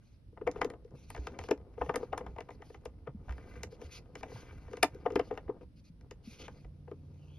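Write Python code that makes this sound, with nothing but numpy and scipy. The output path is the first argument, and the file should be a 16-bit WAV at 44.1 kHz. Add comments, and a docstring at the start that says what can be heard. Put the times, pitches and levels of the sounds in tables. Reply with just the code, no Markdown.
"""A crank-operated casement window, heard close by two microphone ports in the window recess.
Skin slides first, over a low rumble; then gear teeth, handle and arm knock with play, as excited ringing modes.
Between the knocks gears grind and fingers slide, as filtered noise, and pushes thump the frame, as decaying sines.
From about 6 s the listener moves outdoors: the rumble thins and the steady lines of a fan unit fade in.
Last come airy swishes, as narrow noise bands that glide in pitch."""
import sys
import numpy as np
from scipy import signal
from scipy.fft import rfft, irfft
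from scipy.io import wavfile

SR = 44100
rng = np.random.default_rng(int(sys.argv[2]) if len(sys.argv) > 2 else 0)


def voltage_ratio(level):
    """Linear amplitude factor for a level in decibels (scalar or array-like)."""
    return 10 ** (np.asarray(level, float) / 20)


def store_wav(level_fs):
    """Save 16-bit WAV to argv[1]."""
    pcm = np.round(np.clip(np.atleast_2d(level_fs), -1, 1) * 32767)
    wavfile.write(sys.argv[1], SR, pcm.T.astype(np.int16))


N = 325458

# contacts with play; weight goes to the sill, the spot struck favours a ring:
# start_s, blow_db, weight_db, sharpness_db, spot_hz
CONTACTS = [(0.325, -65.5, 11, -34, 1480), (0.373, -42, -6, -40.5, 2040), (0.413, -39, 5, -43, 422),
            (0.468, -28.5, 5, -33, 680), (0.474, -20.5, -3, -30, 2300), (0.482, -49, 6, -49, 470),
            (0.514, -51.5, 4, 2, 1720), (0.559, -37, 0, -35.5, 443), (0.587, -44, 3, -32, 2000),
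            (0.615, -16.5, -10.5, -27.5, 2050), (0.646, -28, 1, -17.5, 442),
            (0.701, -40.5, -0.5, -12.5, 1960), (0.736, -46, -0.5, -28.5, 900),
            (0.847, -59.5, 13.5, -9.5, 438), (0.908, -66, 9, -7, 1550), (1.102, -35, -14, -19, 2470),
            (1.148, -32.5, -23, -23, 1970), (1.163, -36.5, -6, -22.5, 1600), (1.176, -39, 1, -26, 1614),
            (1.27, -29.5, -9, -17.5, 1630), (1.389, -30, -9, -16.5, 2360), (1.411, -40.5, -19, -32.5, 2250),
            (1.438, -37.5, -4.5, -15.5, 2860), (1.487, -32.5, -0.5, -23, 1610), (1.51, -17, -2.5, -24, 409),
            (1.778, -40.5, 0.5, -44.5, 465), (1.813, -21.5, -5, -40, 825), (1.861, -38, -2.5, -31.5, 1830),
            (1.893, -19, -8, -37, 877), (1.941, -27, -12, -28, 2080), (1.958, -21, -8, -18.5, 487),
            (2.028, -35, 1, -42, 460), (2.128, -22.5, -10, -38, 785), (2.177, -28.5, -13, -16, 930),
            (2.207, -36, -3, -42, 470), (2.264, -34.5, -19, -29, 860), (2.362, -40.5, -21, -32.5, 790),
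            (2.384, -31.5, -11.5, -31, 940), (2.405, -33, -8.5, -22.5, 2570),
            (2.488, -37, -4.5, -34.5, 895), (2.505, -41, -4, -24, 2040), (2.62, -37, -28, -32, 1960),
            (2.699, -48, 2.5, -29.5, 1840), (2.745, -39.5, -9, -25, 1990), (2.855, -33.5, -5.5, -19.5, 462),
            (3.071, -32, -8, -42.5, 490), (3.282, -42.5, -36, -35.5, 1560), (3.292, -36.5, -29, -28, 1570),
            (3.308, -41, -22, -22.5, 1570), (3.323, -42, -15, -18, 2050), (3.38, -43, -13, -26, 1610),
            (3.633, -32.5, -9.5, -6.5, 2120), (3.723, -55, 10, -8.5, 1610), (3.815, -42.5, 3.5, -17, 1390),
            (4.154, -33.5, -4, -17, 2290), (4.231, -28, -18, -25.5, 2300), (4.358, -44.5, -9, -30.5, 950),
            (4.681, -45, -4, -30.5, 290), (4.712, -49.5, 6, -19, 2190), (4.732, -36, 3, -20.5, 2453),
            (4.77, -36.5, -2.5, -16.5, 2450), (4.829, -8, -12.5, -15, 2300), (4.832, -17.5, -6, -44.5, 670),
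            (4.947, -59.5, 17.5, 2.5, 403), (5.059, -21.5, -3.5, -40, 442), (5.103, -34.5, 2, -27.5, 1460),
            (5.121, -48.5, 13.5, -7, 410), (5.157, -17, -3, -25, 409), (5.194, -19, -5.5, -30, 450),
            (5.309, -30.5, 1, -38, 830), (5.323, -47, 10.5, -24.5, 446), (5.375, -31, -9.5, -26.5, 2710),
            (5.479, -42, -11, -42, 1500), (5.491, -34.5, 6.5, -54, 409), (5.61, -51.5, 3, -31, 2410),
            (6.01, -57.5, -5.5, -12, 1500), (6.11, -40, -2, -13.5, 2593), (6.405, -57.5, 4.5, -29, 472),
            (6.48, -34.5, -12, -24, 1470), (6.585, -62, -22.5, -19.5, 2232), (6.646, -47.5, -3, -28, 2105),
            (6.878, -45, 1.5, -39.5, 1493), (6.913, -40, 2, -31.5, 396)]
# ticks of a loose knob on the handle: start_s, level_db
KNOB_TICKS = [(1.103, -39), (1.959, -30.5), (2.18, -40.5), (2.853, -49.5), (4.8315, -18)]
# pushes on the frame: start_s, level_db, pitch_hz
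PUSHES = [(0.935, -47, 135), (1.188, -37.5, 62), (1.403, -43.5, 80.6), (1.809, -40, 63.7),
          (3.084, -41.5, 137), (1.882, -40, 148), (3.147, -38, 203), (5.899, -47, 164),
          (3.296, -35.5, 62.6), (3.845, -45.5, 75.3), (4.346, -42.5, 116), (6.274, -38.5, 222.9),
          (6.648, -46.5, 52.8)]
# what a contact rings, sill first: pitch_hz, level_db, t60_s
MODES = [(291.2, -16.5, 0.059), (409, -3, 0.021), (472.1, -1, 0.019), (517, -8.5, 0.032), (680, -8, 0.024),
         (797.4, -10, 0.023), (948, -2, 0.0071), (1217, -3.5, 0.0047), (1577, 2, 0.0059),
         (1818, -11.5, 0.034), (2050, -6, 0.017), (2300, -5, 0.012), (2710, -5, 0.01), (3047, -13.5, 0.024),
         (3500, -13, 0.012), (4207, 2.5, 0.0028), (5050, -5.5, 0.013), (5660, -3, 0.0065),
         (6796, 2, 0.0033), (8750, -6.5, 0.0048), (9110, -6, 0.0075), (10250, -10.5, 0.0066),
         (11170, -8.5, 0.014), (12927, -12, 0.004)]
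# borders between the modes of sill, housing, arm, tick and glint: border_hz
PART_EDGES_HZ = [600, 1400, 4200, 7500]
# how readily each of those five parts rings: level_db
PART_DB = [11, 1, 2, 10, -0.5]
# a sharp blow wakes the higher parts: level in dB per dB of sharpness, one for each part
SHARPNESS_SHARE = [0, -0.15, 0.27, 1.05, 1.02]
# load on the worm gear and swing of the arm between contacts: time_s, load_db, swing_db
MOTION = [(0.0, -96.5, -81.5), (0.37, -81, -110), (0.57, -48.5, -69), (0.78, -67, -99), (1.05, -73, -90),
          (1.35, -52, -71), (1.54, -60.5, -101), (1.83, -65.5, -74), (1.99, -57.5, -72.5),
          (3.14, -70.5, -94), (3.3, -56.5, -71.5), (3.6, -57, -65.5), (3.68, -59.5, -88), (3.9, -62, -69),
          (4.09, -65, -85.5), (4.26, -55, -70.5), (4.36, -58, -61.5), (4.68, -64.5, -72.5),
          (5.34, -54.5, -74), (5.75, -88, -103.5), (6.52, -62.5, -78), (6.68, -72.5, -86),
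          (7.38, -67.5, -73.5)]
# the hand drags over housing and sill: start_s, end_s, level_db
SCUFFS = [(0.65, 0.785, -55), (0.909, 0.968, -56), (1.908, 2.05, -48), (2.13, 2.285, -56),
          (5.5, 5.598, -57.5), (5.602, 5.65, -57), (6.025, 6.075, -62.5), (6.384, 6.465, -57.5)]
# skin slides over handle and sill: start_s, end_s, level_db, centre_hz
RUBS = [(0, 0.193, -82, 4200), (0.931, 1.074, -71, 4000), (1.02, 1.355, -70, 3700),
        (1.392, 1.493, -64.5, 4000), (1.77, 1.927, -72.5, 5050), (1.983, 2.078, -76, 3500),
        (2.507, 2.564, -74, 5000), (2.6, 2.789, -73.5, 5260), (3.699, 3.767, -70, 3540),
        (3.795, 3.884, -67, 3500), (3.898, 4.009, -55, 3430), (4.17, 4.216, -67, 4550),
        (4.292, 4.45, -69.5, 4480), (4.691, 4.796, -75, 5140), (5.217, 5.306, -74.5, 3460),
        (5.609, 5.646, -75.5, 2480), (5.751, 5.814, -74, 4390), (5.835, 5.903, -70.5, 4520),
        (6.22, 6.416, -62.5, 4057), (6.383, 6.436, -54, 2780), (6.429, 6.478, -57.5, 1520),
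        (6.455, 6.67, -77, 4050)]
# relative spectra of the rumble, the sliding skin and the air: pitch_hz, level_db
RUMBLE_SPECTRUM = [(15, -44.5), (25, -2.5), (65, 8.5), (170, -3.5), (307, -11.5), (441, -34), (500, -24),
                   (650, -29.5), (1100, -120)]
SLIDE_SPECTRUM = [(400, -38), (800, -22), (2880, -2), (3690, -8.5), (4880, -4), (6760, -11.5), (7390, -35),
                  (9780, -17.5), (12500, -27.5), (13400, -34)]
AIR_SPECTRUM = [(120, -25.5), (200, -6), (1170, -28.5), (5360, -33.5), (7220, -48.5), (10000, -36.5),
                (13100, -46.5)]
# steady lines of the fan unit: pitch_hz, level_db
FAN_LINES = [(87, -55.5), (145.3, -55), (290.7, -73.5)]
# airy swishes outdoors, gliding down or up in pitch until the end:
# start_s, centre_hz, glide_hz, half_width_hz, level_db
SWISHES = [(7.17, 3020, -600, 200, -78.5), (7.26, 2880, 492, 245, -73.5), (7.31, 3640, 1099, 250, -84)]
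# left port against the right: pitch_hz, level_db
LEFT_OVER_RIGHT = [(60, -1.5), (230, 0.5), (870, 7), (3320, -0.5), (12600, 2)]
# how far the left port leads the right: pitch_hz, phase_rad
LEFT_LEADS = [(300, 0), (1300, 0.3), (3200, 1.2), (4900, 0.2), (7100, 2.8), (9600, 5.0), (10400, 6.2),
              (12100, 6.7), (12800, 7.8)]

ARM_TILT = 0.2   # within the arm too: dB per octave for each dB of sharpness
SPOT_DB, SPOT_OCTAVES = 7.5, 0.11   # lift and width of the mode favoured by the spot struck
SCATTER_DB = 8   # each blow wakes the modes differently
LANDING_S, SILL_LATE_S = 0.0035, 0.0012   # spread of the loose parts; the sill answers late
DEEP_LATE_S = 0.012   # its deepest mode builds last
TOUCH_S, TOUCH_DB = 0.0032, -13   # first light touch, at most this strong
REBOUND_S, REBOUND_DB = (0.007, 0.019), -14
DETUNE = 0.02   # each contact by chance rings lower or higher by this share; the sill keeps its pitch
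LESS_METAL_SHARE = 0.33   # contacts with much sill sound ring less above it: dB per dB of weight
DRAG_SHARE = 0.25   # dB of landing time per dB of dullness
RATTLES_PER_S = 40
RATTLE_DB, RATTLE_SPREAD_DB = 9, 19   # strongest above the load; range below that
RASP_HZ, RASP_DB = 2200, 6.5   # the shoe wakes the arm modes near this pitch
GRIP_DB = -5   # the palm rubs on the knob as the arm swings
RUMBLE_DB, RUMBLE_FOLLOWS = -54.5, 0.12   # at mean load; share of the load's change
OUTDOORS_S = (5.93, 7.3)   # start and end of the move outdoors
SWISH_ATTACK_S = 0.043
AIR_DB = -73
ROOM_T60_S, ROOM_DB = 0.093, -17


def knocks(load_db):
    """Loose parts land one after another, so each mode starts at its own moment; a weaker rebound follows."""
    s, blow_db, weight_db, sharp_db, spot_hz = np.vstack([CONTACTS, rattles(load_db)]).T
    drag = voltage_ratio(-DRAG_SHARE * (sharp_db + 19.5))   # dull blows land slowly
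    chance = rng.random((len(s), len(MODES), 3))
    rebound_s = rng.uniform(*REBOUND_S, len(s))
    out = np.zeros(N)
    for k, (hz, level_db, t60) in enumerate(MODES):
        scatter, landing, bounce = chance[:, k].T
        part = np.searchsorted(PART_EDGES_HZ, hz)
        if part == 0:
            part_db = PART_DB[part] + weight_db
            start_s = s + SILL_LATE_S + DEEP_LATE_S * (k == 0)
        else:
            less_db = LESS_METAL_SHARE * np.maximum(weight_db, 0)
            part_db = PART_DB[part] + SHARPNESS_SHARE[part] * sharp_db - less_db
            start_s = s + drag * LANDING_S * landing ** 2 / max(part - 1, 1)
        if part == 2:
            part_db = part_db + ARM_TILT * (sharp_db + 20) * np.log2(hz / 2000)
        near = np.exp(-(np.log2(hz / spot_hz) / SPOT_OCTAVES) ** 2)
        scatter_db = SCATTER_DB * (scatter - 0.5) * (1 - near)
        blow = voltage_ratio(blow_db + part_db + level_db + SPOT_DB * near + scatter_db) * (-1) ** k

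        # row 0 rings slightly lower, row 1 slightly higher
        tuning, force = rng.integers(0, 2, len(s)), np.zeros((2, N))
        rebound = blow * voltage_ratio(REBOUND_DB) * (2 * bounce - 1)
        touch = blow * voltage_ratio(TOUCH_DB) * bounce
        force[tuning, np.round(start_s * SR).astype(int)] = blow
        force[tuning, np.round((start_s + rebound_s) * SR).astype(int)] += rebound
        force[tuning, np.round((start_s - drag * TOUCH_S) * SR).astype(int)] += touch

        shift = DETUNE * min(part, 1)   # none for the sill
        swell_s = 9 / hz   # a mode takes a few cycles to swell
        swollen = ring(soften(force, hz=1.26 * hz), hz, swell_s) * 2 * np.log(1000) / (swell_s * SR)
        out += ring(swollen[0], hz * (1 - shift), t60) + ring(swollen[1], hz * (1 + shift), t60)
    return out


def rattles(load_db):
    """Small chance contacts, stronger under load and weaker outdoors, as rows like those of the contacts."""
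    s, size, weight, sharp, spot = rng.random((round(RATTLES_PER_S * N / SR), 5)).T
    s = 0.02 + s * (N / SR - 0.05)   # clear of both ends
    i = (s * SR).astype(int)
    blow_db = load_db[i] + RATTLE_DB - RATTLE_SPREAD_DB * size - 15 * outside()[i]
    return np.transpose([s, blow_db, -18 + 23 * weight, -38 + 24 * sharp, 400 * 6.5 ** spot])


def glints():
    """A loose knob on the handle ticks: unsoftened clicks ring only the highest modes."""
    s, glint_db = np.transpose(KNOB_TICKS)
    force = np.zeros(N)
    force[np.round(s * SR).astype(int)] = voltage_ratio(glint_db)
    highest = [mode for mode in MODES if mode[0] > PART_EDGES_HZ[-1]]
    return sum(voltage_ratio(level_db) * ring(force, hz, t60) for hz, level_db, t60 in highest)


def gears(sill_db, arm_db):
    """Worm teeth slip in clumps that shake sill and housing, as do hand scuffs; the arm's shoe rasps in its track."""
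    sizes = voltage_ratio(4.5 * np.minimum(rng.exponential(1, N), 4)) * rng.choice([-1, 1], N)
    slips_per_s = 1500 * voltage_ratio(4 * drift(rate=15))
    slips = soften(sizes * (rng.random(N) < slips_per_s / SR), hz=900)
    sill = sum(voltage_ratio(level_db) * ring(slips, hz, t60) for hz, level_db, t60 in MODES[:8])

    shoe = soften(rng.laplace(size=N) * voltage_ratio(4.5 * drift(rate=60)), hz=2500)
    arm = np.zeros(N)
    for hz, level_db, t60 in MODES[7:15]:
        rasp_db = RASP_DB * (abs(hz / RASP_HZ - 1) < 0.1)
        arm += voltage_ratio(level_db + rasp_db) * ring(shoe, hz, min(2.5 * t60, 0.025))
    arm = signal.sosfilt(signal.butter(2, 900, "high", fs=SR, output="sos"), arm)

    sill_gain = voltage_ratio(sill_db)
    for start, end, scuff_db in SCUFFS:
        a, b = round(start * SR), round(end * SR)
        sill_gain[a:b] += voltage_ratio(scuff_db) * signal.windows.tukey(b - a, 0.5)
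    return sill_gain * rms_one(sill) + voltage_ratio(arm_db) * (1 - outside()) * rms_one(arm)


def sliding(grip_db):
    """Each rub is friction noise around a broad centre; skin sticks and slips, so its bands flutter apart."""
    noise, shared_db = coloured(SLIDE_SPECTRUM), 1.8 * drift(rate=30)
    edges_hz = [600, 1800, 2700, 3800, 5500, 8000, 15000]
    friction = np.zeros(N)
    for band_hz in zip(edges_hz, edges_hz[1:]):
        band = signal.sosfilt(signal.butter(2, band_hz, "band", fs=SR, output="sos"), noise)
        friction += band * voltage_ratio(shared_db + 1.1 * drift(rate=12))
    out = np.zeros(N)
    for start, end, level_db, hz in RUBS:
        a, b = round(max(start, 0) * SR), round(end * SR)
        range_hz = [hz / 2.5, min(hz * 2.6, 0.45 * SR)]
        broad = signal.lfilter(*signal.butter(1, range_hz, "band", fs=SR), friction[a:b])
        out[a:b] += voltage_ratio(level_db) * rms_one(broad) * signal.windows.tukey(b - a, 0.6)
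    return out + voltage_ratio(grip_db) * rms_one(friction)


def thumps():
    """A push sets the frame swinging a few slow cycles."""
    out, t = np.zeros(N), np.arange(int(0.25 * SR)) / SR
    for s, level_db, hz in PUSHES:
        i = round(s * SR)
        envelope = (1 - np.exp(-t / 0.0054)) * np.exp(-t * (hz / 1.73 - 3))
        swing = envelope * np.sin(2 * np.pi * hz * t)
        out[i:i + len(t)] += voltage_ratio(level_db + 9) * swing[:N - i]
    return out


def outdoors():
    """Steady lines of a fan unit fade in; narrow swishes pile up at the end."""
    t = np.arange(N) / SR
    out = np.zeros(N)
    for hz, level_db in FAN_LINES:
        out += np.sqrt(2) * voltage_ratio(level_db + 0.55 * drift(rate=4.5)) * np.sin(2 * np.pi * hz * t)
    out *= outside()
    for start, hz, glide_hz, half_hz, level_db in SWISHES:
        age = t[round(start * SR):] - start
        low_band = signal.butter(4, half_hz, fs=SR, output="sos")
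        band = signal.sosfilt(low_band, rng.standard_normal(len(age)))
        centre_hz = hz + glide_hz * age / age[-1]
        carrier = np.sin(2 * np.pi * np.cumsum(centre_hz) / SR)   # lifts the low band to its centre
        out[-len(age):] += voltage_ratio(level_db) * np.clip(age / SWISH_ATTACK_S, 0, 1) * rms_one(band * carrier)
    return out


def rumble(rumble_db):
    """Low lumpy noise of the house and of the moving frame; its deepest part is cut outdoors."""
    noise = voltage_ratio(rumble_db + 2.2 * drift(rate=7)) * coloured(RUMBLE_SPECTRUM)
    thin = signal.sosfilt(signal.butter(2, 70, "high", fs=SR, output="sos"), noise)
    share = outside()
    return np.sqrt(np.clip(1 - share ** 2, 0, 1)) * noise + share * voltage_ratio(-2.5) * thin


def room(x):
    """Short diffuse tail of the window recess: a part common to both ports and a brighter part."""
    t = np.arange(int(0.3 * SR)) / SR
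    common, bright = rng.standard_normal((2, len(t))) * voltage_ratio(-60 * t / ROOM_T60_S) * (t > 0.003)
    # the common tail keeps mainly the middle
    common = signal.lfilter(*signal.butter(1, [600, 1500], "band", fs=SR), common)
    bright = signal.lfilter(*signal.butter(2, 2800, "high", fs=SR), bright)
    tails = np.array([common + 0.32 * bright, common - 0.79 * bright]) / np.sqrt(np.sum(common ** 2))
    return signal.fftconvolve(x[None], tails, axes=1)[:, :N]


def ports(x):
    """Two microphone ports: the left is louder in the low middle and hears the treble earlier."""
    hz = np.fft.rfftfreq(2 * N, 1 / SR)
    half = voltage_ratio(at_hz(LEFT_OVER_RIGHT, hz) / 2) * np.exp(0.5j * at_hz(LEFT_LEADS, hz))
    mirrored = np.concatenate([x, x[::-1]])   # so the ends stay smooth
    return irfft(rfft(mirrored) * [half, 1 / half], 2 * N)[:, :N]


def outside():
    """Share of the outdoor place, rising smoothly from 0 to 1."""
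    start, end = OUTDOORS_S
    return np.sin(np.pi / 2 * np.clip((np.arange(N) / SR - start) / (end - start), 0, 1)) ** 2


def ring(force, hz, t60):
    """A unit click sets a sine of height 1 ringing."""
    r, w = voltage_ratio(-60 / (t60 * SR)), 2 * np.pi * hz / SR
    return signal.lfilter([0, np.sin(w)], [1, -2 * r * np.cos(w), r * r], force + 1e-18)


def soften(force, hz):
    """A contact of finite length: the click smeared by a double one-pole."""
    r = np.exp(-2 * np.pi * hz / SR)
    return signal.lfilter([(1 - r) ** 2], [1, -2 * r, r * r], force)


def coloured(spectrum):
    """Noise with the given spectrum, rms 1."""
    gain = voltage_ratio(at_hz(spectrum, np.fft.rfftfreq(N, 1 / SR)))
    return rms_one(irfft(rfft(rng.standard_normal(N)) * gain, N))


def drift(rate):
    """Slow chance, spread 1: noise through a double one-pole at rate Hz."""
    r = np.exp(-2 * np.pi * rate / SR)
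    slow = signal.lfilter([1], [1, -2 * r, r * r], rng.standard_normal(N + 20000))
    return rms_one(slow[20000:])   # past the filter's start


def at_hz(points, hz):
    """Read a spectrum on a log axis."""
    point_hz, value = np.transpose(points)
    return np.interp(np.log(hz + 1), np.log(point_hz), value)


def in_time(rows):
    """Columns of a table, one value per sample."""
    s, *columns = np.transpose(rows)
    return [np.interp(np.arange(N) / SR, s, c) for c in columns]


def rms_one(x):
    """Scale to rms 1."""
    return x / np.sqrt(np.mean(x ** 2) + 1e-20)


def scene():
    """Crank, frame and background at the two ports, with the tail of the recess."""
    load_db, swing_db = in_time(MOTION)
    rumble_db = RUMBLE_DB + RUMBLE_FOLLOWS * (load_db - load_db.mean())
    crank = knocks(load_db) + glints() + gears(load_db, swing_db) + sliding(swing_db + GRIP_DB)
    low = thumps() + rumble(rumble_db)
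    air = voltage_ratio(AIR_DB) * np.array([coloured(AIR_SPECTRUM), coloured(AIR_SPECTRUM)])
    # the rumble differs a little at each port
    wide = voltage_ratio(rumble_db - 15) * coloured(RUMBLE_SPECTRUM) * [[1], [-1]]
    return ports(crank + low + outdoors()) + voltage_ratio(ROOM_DB) * room(crank) + air + wide


def low_pass(x):
    """A steep cut: nothing above 13.2 kHz remains."""
    return signal.sosfilt(signal.butter(12, 13230, fs=SR, output="sos"), x)


def record(dry):
    """The microphone signal loses its top above 14.5 kHz."""
    mix = signal.sosfilt(signal.butter(4, 14500, fs=SR, output="sos"), dry)
    return low_pass(mix)


dry = scene()
out = record(dry)
store_wav(out)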